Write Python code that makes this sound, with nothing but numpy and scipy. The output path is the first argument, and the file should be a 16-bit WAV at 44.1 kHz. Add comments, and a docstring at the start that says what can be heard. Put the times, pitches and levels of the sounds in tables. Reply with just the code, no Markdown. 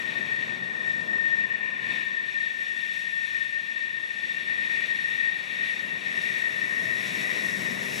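"""The fan whine of a fighter jet taxiing at idle: two engines' tones beat, smeared by turbulent air at the intake.
Turbulence chopped by the blades adds an octave, a roar and hiss; jet mixing behind makes the exhaust rumble and
rush, faintest while the nose points at the listener. The jet approaches, turns head-on and rolls by side-on,
with faint machinery tones and whistles. Short echoes colour everything hollow, differently in each channel."""
import sys
import numpy as np
from scipy.fft import rfft, irfft, next_fast_len
from scipy.io import wavfile
from scipy.ndimage import map_coordinates

SR = 44100
rng = np.random.default_rng(int(sys.argv[2]) if len(sys.argv) > 2 else 0)


def generate_wav(sig):
    """Save sig (samples, or channels by samples) to the path in sys.argv[1] as 16-bit PCM at SR."""
    pcm = np.round(np.clip(np.atleast_2d(sig).T, -1, 1) * 32767).astype(np.int16)
    wavfile.write(sys.argv[1], SR, pcm)


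N = 352800  # samples: 8 s

# Blade-passing tone of the near engine's fan. Each row: time in seconds, mean pitch in Hz.
NEAR_FAN_PITCH = [(0, 1826), (2.2, 1825), (4.6, 1831), (6.2, 1821), (8, 1808)]
# Blade-passing tone of the second engine's fan. Each row: time in seconds, mean pitch in Hz.
SECOND_FAN_PITCH = [(0, 1840), (4, 1845), (5.7, 1852), (7, 1866), (8, 1868)]
# Power of the whine that arrives unscattered. Each row: time in seconds, near fan's share (0-1), second fan's share.
UNSCATTERED_SHARE = [(0, 0, 0.24), (.85, 0.15, 0.2), (1.08, 0.32, 0.46), (1.36, 0.54, 0.29),
                     (1.5, 0.06, 0.07), (2.3, 0.23, 0.16), (3.7, .52, .05), (4.8, 0.07, 0.18),
                     (6.5, 0.11, 0.2), (8, 0.04, 0.03)]
# Sound scattered round the fan tones, wider side-on.
# Each row: time in seconds, centre in Hz, share of the broad skirt in its power (0-1).
SCATTERED_HUMP = [(0, 1846, 0.3), (1.1, 1835, 0), (1.8, 1822, 0.26), (2.4, 1823, 0.16), (3.7, 1830, 0.13),
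                  (4.7, 1842, 0.25), (5.5, 1852, 0.3), (6.5, 1843, 0.7), (7.3, 1870, 1), (8, 1852, 0.98)]
# The fan whine drifting in moving air. Each row: time in seconds, level in dB before fades and a small trim.
WHINE_LEVEL = [(0.0, -37), (0.4, -34.5), (0.56, -37.5), (1.28, -30), (1.76, -36.5), (1.92, -33.5),
               (2.72, -36), (4.4, -36), (4.72, -34), (5.28, -32.5), (5.48, -40), (5.6, -33), (5.92, -40),
               (6.16, -34), (6.88, -33.5), (7.08, -37.5), (7.56, -34.5), (8.0, -40.5)]
FADE_DB, FADE_RATE = 7, 45  # dB of fade per unit of eddy strength above 1, eddies a second


def fan_whine():
    """Scattering by turbulence: two beating fan tones stand in a noise hump centred near their pitch."""
    whine_db, = curves(WHINE_LEVEL)
    fade_db = FADE_DB * np.maximum(wobble(FADE_RATE) - 1, 0)  # only the strongest eddies make it fade
    centre_hz, broad = curves(SCATTERED_HUMP)
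    near, second = curves(UNSCATTERED_SHARE)
    core = np.sqrt(1 - broad) * scatter(width_hz=76, steepness=6.5) * rotor(centre_hz)
    skirt = np.sqrt(broad) * scatter(width_hz=161, steepness=6.8) * rotor(centre_hz + 18)
    whine = (core + skirt) * np.sqrt(1 - near - second)
    for pitch_rows, share in (NEAR_FAN_PITCH, near), (SECOND_FAN_PITCH, second):
        pitch_hz, = curves(pitch_rows)
        unsteady_gain = amp(2.0 * wobble(12))
        tone = rotor(pitch_hz + 1.526 * wobble(9))
        whine[0] += np.sqrt(share) * unsteady_gain * tone
    whine = steadied(unit(whine), ceiling=2.5)
    return amp(whine_db - fade_db - 0.13) * unit(whine.real)


# The intake's octave and blade roar. Each row: time in seconds, guide level in dB that each layer offsets and scales.
INTAKE_LEVEL = [(0.0, -44.9), (0.12, -41), (0.24, -44.5), (0.92, -49.4), (1.8, -46.5), (2.96, -45),
                (4.12, -47), (4.52, -42.4), (4.92, -41), (5.48, -43), (5.64, -40), (5.92, -46.5),
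                (6.28, -40), (6.72, -45), (7.32, -40), (7.52, -45), (8.0, -41.5)]
# The treble, strongest at the end. Each row: time in seconds, guide level in dB that each layer offsets and scales.
TREBLE_LEVEL = [(0.0, -59.5), (0.48, -65.6), (1.12, -64.5), (1.68, -68.5), (3.0, -60.5), (3.88, -65.5),
                (5.04, -59), (5.36, -62), (5.68, -59), (5.96, -62.5), (6.24, -56), (6.68, -57.5),
                (7.16, -52), (7.8, -52), (8.0, -46.5)]
# Spectrum of the blade roar. Each row: frequency in Hz, relative density in dB per Hz.
BLADE_SPECTRUM = [(1150, -32), (1950, -3.5), (2060, -7), (2350, 2), (2690, -2.5), (2980, -9.5), (3150, -37),
                  (4100, -33), (6930, -120)]
# Spectrum of the upper roar. Each row: frequency in Hz, relative density in dB per Hz.
UPPER_SPECTRUM = [(1790, -43), (3050, -4.5), (3530, 2.5), (3700, 2.5), (4160, -7), (4530, -8.5),
                  (4920, -22.5), (5100, -29), (6630, -40), (11200, -120)]
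# Spectrum of the hiss. Each row: frequency in Hz, relative density in dB per Hz.
HISS_SPECTRUM = [(2940, -12.5), (5000, -4), (5380, 2.5), (5650, 1), (6830, -6), (7940, -4.5), (9300, -16.5),
                 (12100, -48), (20500, -120)]
# Spectrum of the finest hiss. Each row: frequency in Hz, relative density in dB per Hz.
FINE_SPECTRUM = [(5410, -38), (9200, -13.5), (9580, -13), (9820, -0.5), (10400, 0), (11700, -7),
                 (13700, -11.5), (14900, -8.5), (15800, -19)]
LOBE_S, LOBE_WIDTH_S, LOBE_DB = 1.66, 0.22, 2.5  # moment, spread and tilt of the roar as the intake swings round


def intake():
    """Blade-turbulence interaction: chopped inflow radiates the octave of the whine, broad roar and hiss."""
    centre_hz, _ = curves(SCATTERED_HUMP)
    octave_tone = (scatter(width_hz=47, steepness=2.7) * rotor(2 * centre_hz)).real
    octave = follow(INTAKE_LEVEL, offset_db=-9, swing=0.8) * octave_tone
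    blades = follow(INTAKE_LEVEL, offset_db=1.3, swing=1.03) * amp(0.73 * wobble(22)) * rush(BLADE_SPECTRUM)
    upper = follow(INTAKE_LEVEL, offset_db=-3, swing=0.88) * amp(0.52 * wobble(22)) * rush(UPPER_SPECTRUM)
    hiss = follow(TREBLE_LEVEL, offset_db=6, swing=0.85) * rush(HISS_SPECTRUM)
    fine = follow(TREBLE_LEVEL, offset_db=-5, swing=1.17) * amp(0.44 * wobble(23)) * rush(FINE_SPECTRUM)
    # moving air makes all these layers flutter as one
    shimmer = amp(0.83 * wobble(6) + 0.55 * wobble(18) + 0.49 * wobble(55))
    lobe = amp(LOBE_DB * swell(LOBE_S, LOBE_WIDTH_S))  # darker: more blade roar, less upper roar
    return shimmer * (octave + blades * lobe + upper / lobe + hiss + fine)


# The exhaust, lowest while the nose points at the listener.
# Each row: time in seconds, guide level in dB that each layer offsets and scales.
EXHAUST_LEVEL = [(0.0, -50), (0.96, -52), (1.04, -50), (1.8, -55.5), (2.76, -59.5), (4.04, -59.7),
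                 (4.6, -54.4), (5.4, -56.5), (5.56, -54.5), (6.68, -51), (6.92, -48.5), (8.0, -46.5)]
# Spectrum of the large eddies. Each row: frequency in Hz, relative density in dB per Hz.
RUMBLE_SPECTRUM = [(13, -82), (25, -56), (45, -34), (65, -24.5), (95, -13.5), (125, -6.5), (165, -3),
                   (195, 0), (240, -2.5), (300, -12), (430, -25), (730, -120)]
# Spectrum of the jet roar. Each row: frequency in Hz, relative density in dB per Hz.
JET_SPECTRUM = [(160, -39), (280, -2), (382, 0), (472, -2.5), (573, -3.5), (623, -1.5), (800, -13),
                (1040, -21), (1760, -120)]
# Spectrum of the smaller eddies' rush. Each row: frequency in Hz, relative density in dB per Hz.
RUSH_SPECTRUM = [(500, -35), (720, -2.5), (850, -4.5), (1030, 0), (1150, -1.5), (1350, -8), (1520, -1),
                 (1620, -5), (1720, 5), (2100, -29), (3500, -120)]


def exhaust():
    """Turbulent jet mixing: large eddies of hot gas and air rumble, smaller ones roar and rush."""
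    rumble = follow(EXHAUST_LEVEL, offset_db=0.7, swing=1.12) * amp(0.75 * wobble(11)) * rush(RUMBLE_SPECTRUM)
    roar = follow(EXHAUST_LEVEL, offset_db=-0.6, swing=1.14) * rush(JET_SPECTRUM)
    small_eddies = follow(EXHAUST_LEVEL, offset_db=0.42, swing=0.74) * rush(RUSH_SPECTRUM)
    mixing = roar + small_eddies
    # close by, the reflection off the pavement partly cancels one band
    cancelled = filtered(mixing, lambda hz: np.exp(-((hz - 835) / 70) ** 2))
    mixing = mixing - 0.56 * swell(5.8, 2.2) * cancelled
    return rumble + amp(0.59 * wobble(14)) * mixing


# Tones of the gearbox and compressor. Each row: mean pitch in Hz, width of the pitch wander in Hz,
# mean peak level in dB, centre of the swell in seconds, its spread (standard deviation) in seconds.
MACHINE_TONES = [(638, 4, -62, 7.3, 1.1), (797, 5, -67.5, 5.7, .9), (856, 5, -64.5, 5.1, .85),
                 (1027, 2, -60.5, 1.9, .55), (1274, 4, -66, 7, 1.6)]
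# Narrow bands of booming and whistling noise. Each row: centre in Hz, bandwidth in Hz,
# peak level in dB, centre of the swell in seconds, its spread (standard deviation) in seconds.
NOISE_BANDS = [(195, 43, -43.5, 8.12, 0.6), (2196, 220, -45.5, 7.8, 1.6), (2690, 150, -50.5, 8, 5.4),
               (3433, 59, -55, 3.8, 2.5), (3870, 140, -52.5, 8.3, 1.597), (5670, 140, -65, 9, 1.4),
               (10100, 110, -69, 9.6, 4.1)]


def machinery():
    """Rotation and resonance: wavering tones and narrow noise bands, each swelling round its own moment."""
    out = np.zeros((2, N))
    for hz, width_hz, db, when, span in MACHINE_TONES:
        tone = rotor(hz + width_hz / 2 * wobble(12)).real
        out[0] += amp(db + 2.1 * wobble(6.2)) * swell(when, span) * tone
    for hz, width_hz, db, when, span in NOISE_BANDS:
        noise = rng.standard_normal((2, N))
        whistle = unit(filtered(noise, lambda f: 1 / (1 + (2 * (f - hz) / width_hz) ** 2)))
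        out += amp(db) * swell(when, span) * whistle
    return out


# Balance of the two channels. Each row: frequency in Hz, left minus right in dB.
LEFT_MINUS_RIGHT = [(60, 7), (110, 17.5), (200, 11), (380, 6), (700, 7), (1290, 8), (1830, 9.5), (2050, 9),
                    (2400, 16), (2800, 11), (3500, 1.5), (8300, 0.5), (9800, 14.5), (15000, 16)]
# Correlation of the two channels. Each row: frequency in Hz, likeness from -1 to 1.
LEFT_RIGHT_LIKENESS = [(60, .5), (130, 0.49), (240, 0.91), (400, -0.38), (640, -0.49), (850, -0.57),
                       (1250, -0.48), (1800, -0.75), (2150, -0.68), (2350, 1), (4500, 0.75), (8000, 1),
                       (9500, 0.2), (15000, .2)]


def stereo(pair):
    """Interchannel coherence: a main signal and its diffuse partner fill left and right, their mean level kept."""
    def mixing(hz):
        lean = amp(along(LEFT_MINUS_RIGHT, hz) / 2)
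        alike = np.clip(along(LEFT_RIGHT_LIKENESS, hz), -0.98, 0.98)
        mean_level = np.sqrt(lean ** 2 + lean ** -2 + 2 * alike) / 2
        left = [lean, 0 * lean]  # gains of the main signal and the diffuse partner
        right = [alike / lean, np.sqrt(1 - alike ** 2) / lean]
        return np.array([left, right]) / mean_level
    return filtered(pair, mixing).sum(axis=1)


# Short echoes. Each row: delay in seconds, gain on the left, gain on the right (negative inverts).
EARLY_ECHOES = [(.00485, 0, .1), (.00767, .09, -.04), (.01855, -.11, .18), (.02119, .05, 0),
                (.02462, .06, 0)]


def echoes(x):
    """Comb filtering: weak early copies interfere with the direct sound differently in each channel."""
    out = x.copy()
    for delay, left, right in EARLY_ECHOES:
        delayed = np.pad(x, ((0, 0), (round(delay * SR), 0)))[:, :N]
        out += np.array([[left], [right]]) * delayed
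    return out


SURGE_S, SURGE_WIDTH_S, SURGE_DB = 1.918, 0.068, 6  # moment, spread and height of a brief common swell


def follow(rows, offset_db, swing):
    """Common modulation: a gain scales a level curve about its mean, and shares the intake and exhaust surge."""
    db, = curves(rows)
    mean_db = db.mean()
    surge_db = SURGE_DB * swell(SURGE_S, SURGE_WIDTH_S)
    return amp(mean_db + offset_db + swing * (db - mean_db) + surge_db)


def scatter(width_hz, steepness):
    """Spectral broadening: two random complex gains spread a tone into a hump of this half-power width."""
    hz = np.fft.fftfreq(N, 1 / SR)
    hump = 1 / np.sqrt(1 + np.abs(2 * hz / width_hz) ** steepness)
    noise = rng.standard_normal((2, N)) + 1j * rng.standard_normal((2, N))
    return unit(np.fft.ifft(hump * noise))


def rotor(pitch_hz):
    """Phase is the integral of frequency: a turning phasor whose real part has rms 1."""
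    return np.sqrt(2) * np.exp(2j * np.pi * np.cumsum(pitch_hz) / SR)


def rush(colour):
    """Spectral shaping: two unrelated noises of joint rms 1 take the given spectrum."""
    return unit(filtered(rng.standard_normal((2, N)), lambda hz: amp(along(colour, hz))))


def steadied(z, ceiling):
    """Soft saturation: the tallest swells of a complex gain are rounded off."""
    return unit(z / (1 + np.abs(z / ceiling) ** 4) ** (1 / 4))


def swell(when, span):
    """Gaussian envelope: a smooth rise and fall to 1 round one moment, both in seconds."""
    return np.exp(-0.5 * ((np.arange(N) / SR - when) / span) ** 2)


def wobble(rate):
    """Slow random modulation: a smooth curve through random knots, rate knots a second."""
    knots = rng.standard_normal(1024)
    coarse = np.arange(0, N + 64, 64)
    smooth = map_coordinates(knots, [coarse * rate / SR], mode="wrap")
    return np.interp(np.arange(N), coarse, smooth)


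def curves(rows):
    """Linear interpolation in time: one value per sample for each column after the time."""
    s, *cols = np.transpose(rows)
    return [np.interp(np.arange(N) / SR, s, c) for c in cols]


def along(points, hz):
    """Logarithmic frequency scale: (Hz, value) points read between their neighbours."""
    f, v = np.transpose(points)
    return np.interp(np.log(hz + 1), np.log(f), v)


def filtered(x, response):
    """Linear filtering: the spectrum of x times a response of frequency."""
    m = next_fast_len(N + 8192)
    return irfft(rfft(x, m) * response(np.fft.rfftfreq(m, 1 / SR)), m)[..., :N]


def amp(db):
    """Decibel law: level to amplitude gain."""
    return 10 ** (np.asarray(db) / 20)


def unit(x):
    """Normalisation by mean power: scale to rms 1."""
    return x / np.sqrt(np.mean(np.abs(x) ** 2) + 1e-20)


def scene():
    """Superposition: all engine sounds add, then spread in stereo and echo."""
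    return echoes(stereo(fan_whine() + intake() + exhaust() + machinery()))


TOP_HZ = 15780  # upper band limit


def record(dry):
    """Band limiting: a narrow dip hollows the treble and nothing passes above the limit."""
    def response(hz):
        hollow_db = 7 * np.exp(-((hz - 5040) / 80) ** 2)
        return amp(-hollow_db) * (hz < TOP_HZ)
    return filtered(dry, response)


dry = scene()
out = record(dry)
generate_wav(out)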